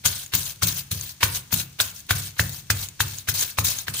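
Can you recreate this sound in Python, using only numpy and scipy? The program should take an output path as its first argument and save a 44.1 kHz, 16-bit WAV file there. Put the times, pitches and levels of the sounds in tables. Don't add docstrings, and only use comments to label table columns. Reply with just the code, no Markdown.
import sys
import numpy as np
from scipy import signal
from scipy.fft import rfft, irfft
from scipy.io import wavfile
from scipy.ndimage import uniform_filter1d

SR = 44100
rng = np.random.default_rng(int(sys.argv[2]) if len(sys.argv) > 2 else 0)


def log_audio(samples):
    frames = np.atleast_2d(samples).T
    limited = np.clip(frames, -1, 1)
    pcm = np.round(limited * 32767).astype(np.int16)
    wavfile.write(sys.argv[1], SR, pcm)


N = 176400
TIME = np.arange(N) / SR

# they compare the rows with each other.
# t/s, thump level/dB, hollow level/dB, slap level/dB, finger lead/s, finger level/dB,
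# crush level/dB, crush delay/s, sheet left minus right/dB
PAT_HITS = [(0.054, -8, -35, -23.5, .013, -39, -10, 0.0057, 1.5),
            (.337, -7.5, -26, -21.5, 0.014, -39.5, -17, 0.0064, 3),
            (0.6246, -2.5, -21, -25, 0.009, -43, -13, 0.0072, 2.5),
            (0.914, -6.5, -28.5, -31, 0.0059, -52, -20, 0.002, 1.5),
            (1.2305, -2.5, -26.5, -12.5, 0.022, -33, -14, 0.0071, 1.5),
            (1.526, -7.5, -23.5, -25.5, 0.018, -45, -17, 0.0041, 3.5),
            (1.803, -14.5, -36, -22, 0.012, -31.5, -14, 0.0068, 2),
            (2.108, -.5, -30.5, -17.5, 0.015, -30, -16.5, 0.003, 2),
            (2.396, -0.5, -23.5, -19, 0.029, -46, -16, .003, 2.5),
            (2.703, -1.5, -31.5, -18, 0.0016, -33, -14.5, 0.0013, -3),
            (3.005, -3, -40, -21, 0.0098, -38, -15.5, 0.0023, 1),
            (3.2865, -6.5, -40, -24.5, 0.011, -35.5, -16, 0.005, 2),
            (3.5864, -1.5, -25, -27.5, 0.013, -37.5, -16, 0.0014, 2),
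            (3.8819, -13, -31.5, -25.5, 0.011, -37.5, -28, 0.016, -2)]
# f/Hz, level/dB, time to fade by 60 dB/s
COUNTER_NOTES = [(62.3, -33.5, 0.49), (86, -24.5, 0.34), (113.8, -28.5, .35), (100.1, -22.5, 0.45),
                 (134.9, -36, 0.81), (308, -51, 0.61), (209, -30.5, 0.11), (445, -49, 0.3),
                 (403, -47, 0.16)]
# f/Hz, level/dB
BOOM_TONE = [(25, -51.5), (55, -2.5), (90, 7.5), (160, 5.5), (230, -11.5), (450, -16.5), (900, -32),
             (3000, -70)]
def counter_thumps(lead_s=0.0023, soft_hz=900, boom_db=-34, boom_peak_s=0.0089, boom_t60_s=0.64):
    times, levels = np.transpose(PAT_HITS)[:2]
    notes = sum(-(-1) ** k * ring(clicks(times - lead_s, from_db(levels + db)), hz, t60)
                for k, (hz, db, t60) in enumerate(COUNTER_NOTES))
    softened = signal.sosfilt(signal.butter(1, soft_hz, fs=SR, output="sos"), notes)
    boom = sum(from_db(db + boom_db) * swell(t, t, boom_peak_s / 2, boom_t60_s / np.log(1000))
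               for t, db in zip(times + boom_peak_s, levels))
    return softened + toned_noise(BOOM_TONE) * boom


# f/Hz, level/dB, time to fade by 60 dB/s
PALM_NOTES = [(135.9, -12, 0.64), (168.2, -11, 0.53), (213, -9.5, 0.12)]
def hollow_palm(tail_hz=180, band_ratio=1.36, tail_db=-13.5, tail_fall_s=0.06):
    times, _, levels = np.transpose(PAT_HITS)[:3]
    notes = sum((-1) ** k * ring(clicks(times, from_db(levels + db)), hz, t60)
                for k, (hz, db, t60) in enumerate(PALM_NOTES))
    tail = sum(from_db(db + tail_db) * swell(t + 0.0037, t + 0.0028, 0.001, tail_fall_s)
               for t, db in zip(times, levels))
    noise = filtered(stereo_noise(), [tail_hz / band_ratio, tail_hz * band_ratio], "band")
    return tail * rms_one(noise) - notes


# f/Hz, level/dB
SKIN_TONE = [(100, -16), (280, 2), (620, -3.5), (1100, 2), (2300, 6.5), (3800, 5.5), (8000, -4),
             (16000, -3)]
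def skin_slaps(finger_gain_db=0.5):
    loudness = 0
    for t, _, _, slap_db, lead_s, finger_db, *_ in PAT_HITS:
        loudness += from_db(finger_db + finger_gain_db) * swell(t - lead_s, t, 0.0022, 0.0022)
        loudness += from_db(slap_db) * swell(t, t, rise_s=0.0006, fall_s=0.0063)
    return loudness * toned_noise(SKIN_TONE)


# t/s, level/dB, f/Hz, rise time/s
AIR_POCKETS = [(0.3367, -21.5, 1590, 0.00068), (0.6235, -18, 1340, 0.00089), (1.231, -15.5, 1100, 0.0021),
               (1.2322, -11, 2040, 0.00049), (1.8031, -15.5, 1544, 0.0014), (1.8018, -4, 3640, 0.00037),
               (2.1081, -10.5, 1540, 0.0006), (2.3951, -4.5, 1704, 0.00051), (2.703, -7, 1610, 0.0006),
               (3.0042, -21, 950, 0.0015), (3.0052, -8, 1634, 0.00074), (3.2877, -17.5, 1600, 0.00069),
               (3.5864, -9, 1080, 0.00033), (3.587, -11.5, 2300, 0.0002), (3.884, -19, 1720, 0.0016)]
def air_pops(gain_db=-1.5, glide_octaves=0.2, glide_s=0.002, smooth_s=0.0006):
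    out = 0
    for t, db, hz, rise_s in AIR_POCKETS:
        pitch_hz = hz * 2 ** (glide_octaves * np.tanh((TIME - t) / glide_s))
        cycles = np.cumsum(pitch_hz) / SR
        wave = np.cos(2 * np.pi * (cycles - np.interp(t, TIME, cycles)))
        shape = uniform_filter1d(swell(t, t, rise_s, fall_s=0.00084), int(smooth_s * SR))
        out += from_db(db + gain_db) * shape * wave
    return out


# f/Hz, level/dB
PLASTIC_TONE = [(150, -8), (500, -15.5), (1100, -11.5), (1650, -8), (2050, -9), (3800, .5), (6500, 0.6),
                (9500, -1), (13000, -0.2), (16000, -4)]
def plastic_sheet():
    loudness = np.hypot(crush_loudness(), slide_loudness())
    ticks = settling_ticks()
    return colour(loudness * crinkle() + ticks + crease_snaps(), PLASTIC_TONE)


def crush_loudness(gain_db=-2.5):
    loudness = 0
    for t, *_, lead_s, _, db, delay_s, pan_db in PAT_HITS:
        landing = swell(t - lead_s / 2, np.inf, rise_s=0.0012, fall_s=1)
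        squeeze = swell(t + delay_s, t + delay_s, rise_s=0.0071, fall_s=0.017)
        loudness += panned(pan_db) * from_db(db + gain_db) * landing * squeeze
    return loudness


# start t/s, end t/s, start level/dB, end level/dB
SHEET_SLIDES = [(0.065, 0.239, -27, -35.5), (0.355, 0.512, -27.5, -33.5), (0.672, 0.717, -22, -27.5),
                (0.726, 0.791, -38, -26), (0.94, 1.106, -35.5, -35.5), (1.252, 1.334, -27, -35.5),
                (1.343, 1.372, -26, -24), (1.548, 1.602, -31, -22.5), (1.847, 1.907, -30, -38.5),
                (1.946, 1.995, -42, -41), (2.153, 2.283, -29, -35.5), (2.437, 2.597, -35.5, -38.5),
                (2.75, 2.844, -32, -30.5), (3.048, 3.202, -34.5, -40), (3.342, 3.428, -26.5, -21.5),
                (3.434, 3.502, -39, -31), (3.649, 3.716, -19.5, -23), (3.73, 3.817, -29.5, -33.5),
                (3.94, 4.01, -28.5, -28.5)]
def slide_loudness(gain_db=-0.26, clump_db=1.2, clump_s=0.0054, pan_share=0.42):
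    loudness = 0
    for start, end, start_db, end_db in SHEET_SLIDES:
        ramp = from_db(gain_db + np.interp(TIME, [start, end], [start_db, end_db]))
        loudness = np.hypot(loudness, ramp * swell(start, end, rise_s=0.005, fall_s=0.018))
    clumps = rms_one(uniform_filter1d(rng.standard_normal(N), int(clump_s * SR)))
    pat_times, *_, pan_db = np.transpose(PAT_HITS)
    last_pat = np.maximum(np.searchsorted(pat_times, TIME) - 1, 0)
    return loudness * from_db(clump_db * clumps) * panned(pan_share * pan_db[last_pat])


def crinkle(rub_share=0.6, crackle_share=0.47):
    bursts = rms_one(crease_bursts(per_s=1800, spread_db=3, max_db=13.5))
    rustle = (bursts + rub_share) * stereo_noise() / (1 + rub_share)
    return shifting_folds(rustle + crackle_share * crackles())


def crease_bursts(per_s, spread_db, max_db, fall_s=0.0028):
    buckles = rng.random(N) < per_s / SR
    sizes = from_db(np.minimum(spread_db * rng.exponential(1, N), max_db))
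    return signal.lfilter([1], [1, -np.exp(-1 / (fall_s * SR))], buckles * sizes + 1e-18)


def crackles(per_s=2400, pitches=36, spread_db=2, ring_cycles=25):
    out = np.zeros((2, N))
    for hz in np.linspace(2200, 15500, pitches):
        when, chance, *places = rng.random((int(per_s * N / SR / pitches), 4)).T
        sizes = from_db(spread_db * np.minimum(-np.log(chance), 4))
        for side, place in enumerate(places):
            flips = clicks(when * N / SR, sizes * np.cos(np.pi * place))
            out[side] += ring(flips, hz, ring_cycles / hz) * np.sqrt(hz)
    return rms_one(out)


def shifting_folds(x, bands=14, depth_db=2.4, fold_s=0.012):
    log_hz = np.log(np.fft.rfftfreq(N, 1 / SR) + 1)
    position = np.interp(log_hz, np.log([1200, 15000]), [0, bands - 1])
    smoother = np.hanning(int(2 * fold_s * SR))
    spectrum, out = rfft(x), 0
    for k in range(bands):
        band = irfft(spectrum * np.maximum(1 - np.abs(position - k), 0), N)
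        wander = rms_one(signal.fftconvolve(rng.standard_normal(N), smoother, "same"))
        out += from_db(depth_db * wander) * band
    return rms_one(out)


# t/s, level/dB, f/Hz
BIG_CREASES = [(.262, -34, 7020), (0.351, -15, 15300), (.916, -26, 4160), (1.011, -28, 6470),
               (1.541, -14.5, 14300), (1.965, -48, 6360), (2.004, -41.5, 6430), (2.162, -33, 6600),
               (2.887, -31.5, 7100), (3.185, -30, 6560), (3.341, -32, 6000), (3.411, -21.5, 6340),
               (3.429, -23.5, 6000), (3.787, -26.5, 6600)]
def crease_snaps(tick_db=-0.5, ring_db=8):
    ticks, rings = 0, 0
    for t, db, hz in BIG_CREASES:
        ticks += from_db(db + tick_db) * swell(t, t, rise_s=0.0003, fall_s=0.003)
        rings += ring(clicks([t], from_db(db + ring_db)), hz, t60=0.008)
    return ticks * stereo_noise() + rings


def settling_ticks(gain_db=-57):
    return from_db(gain_db) * crease_bursts(per_s=110, spread_db=4, max_db=12) * stereo_noise()


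def near_walls(x, echoes=12, echo_db=-19.5, longest_s=0.007):
    out = x.copy()
    for k, share in enumerate(rng.uniform(0.14, 1, echoes)):
        side, lag = k % 2, int(share * longest_s * SR) + 1
        out[side, lag:] += from_db(echo_db) * x[side, :-lag]
    return out


def kitchen_echo(x, gain_db=-6, build_s=0.00047, t60_s=0.4, treble_t60_s=0.36, treble_db=-9):
    t = TIME[:SR]
    noise = stereo_noise(SR) * (1 - np.exp(-t / build_s))
    fade = from_db(-60 * t / t60_s)
    middle = filtered(noise, [200, 3000], "band") * fade
    treble = filtered(noise, 3500, "high") * from_db(treble_db - 60 * t / treble_t60_s)
    response = (middle + treble) / np.sqrt(np.sum(fade ** 2))
    return from_db(gain_db) * signal.fftconvolve(x, response, axes=1)[:, :N]


# f/Hz, level/dB
BACKGROUND_TONE = [(25, -13), (90, 3.5), (200, -6), (500, -26.5), (2000, -21), (6000, -14), (16000, -25.5)]
def background(gain_db=-52):
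    return from_db(gain_db) * toned_noise(BACKGROUND_TONE)


def from_db(db):
    return 10 ** (np.asarray(db) / 20)


def rms_one(x):
    return x / np.sqrt(np.mean(x ** 2) + 1e-20)


def panned(db):
    return from_db(np.array([[.5], [-.5]]) * db)


def clicks(times, gains):
    out = np.zeros(N)
    np.add.at(out, np.clip(np.asarray(times) * SR, 0, N - 1).astype(int), gains)
    return out


def ring(x, hz, t60):
    decay, angle = from_db(-60 / (t60 * SR)), 2 * np.pi * hz / SR
    return signal.lfilter([0, np.sin(angle)], [1, -2 * decay * np.cos(angle), decay ** 2], x + 1e-18)


def swell(start, end, rise_s, fall_s):
    early, late = np.maximum(start - TIME, 0), np.maximum(TIME - end, 0)
    return np.exp(-np.minimum(early / rise_s + late / fall_s, 20))


def filtered(x, hz, kind):
    return signal.sosfilt(signal.butter(2, hz, kind, fs=SR, output="sos"), x)


def colour(x, points, size=4096):
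    hz, db = np.transpose(points)
    log_hz = np.log(np.arange(size + 1) * SR / (2 * size) + 1)
    cepstrum = irfft(np.log(from_db(np.interp(log_hz, np.log(hz), db))))
    cepstrum[1:size] *= 2
    cepstrum[size + 1:] = 0
    response = irfft(np.exp(rfft(cepstrum)))[:size]
    return np.apply_along_axis(lambda v: signal.fftconvolve(v, response)[:N], -1, x)


def stereo_noise(size=N):
    hz = np.fft.rfftfreq(size, 1 / SR) + 1
    alike = np.interp(np.log(hz), np.log([100, 1000, 6000]), [0.98, 0.48, 0.023])
    mid, side = rfft(rng.standard_normal((2, size)))
    return rms_one(irfft(np.sqrt(1 + alike) * mid + np.sqrt(1 - alike) * side * [[1], [-1]], size))


def toned_noise(points):
    return rms_one(colour(stereo_noise(), points))


def scene(pop_room_db=-4):
    near = near_walls(skin_slaps() + plastic_sheet())
    pops = air_pops()
    room = kitchen_echo(near + from_db(pop_room_db) * pops)
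    return near + pops + room + counter_thumps() + hollow_palm() + background()


# f/Hz, left level/dB, right level/dB
MICROPHONE_TONE = [(202, 0.5, 0), (620, 5, 3), (2560, 2, 4.5), (4540, 4.5, 0), (4820, 1, 1),
                   (6850, 7.5, -7.5), (7330, -2, -1), (8100, -8.5, 7), (10070, 1.5, 1.5), (11760, -3, 1.5),
                   (14260, 8.5, -9.5), (16500, 13, -70)]
def record(dry, rumble_hz=13.5, top_hz=15550):
    tones = np.array(MICROPHONE_TONE)
    heard = np.array([colour(dry[side], tones[:, [0, side + 1]]) for side in range(2)])
    clipped = np.clip(filtered(heard, rumble_hz, "high"), -1, 1)
    return signal.sosfilt(signal.ellip(12, 0.2, 70, top_hz, fs=SR, output="sos"), clipped)


dry = scene()
out = record(dry)
log_audio(out)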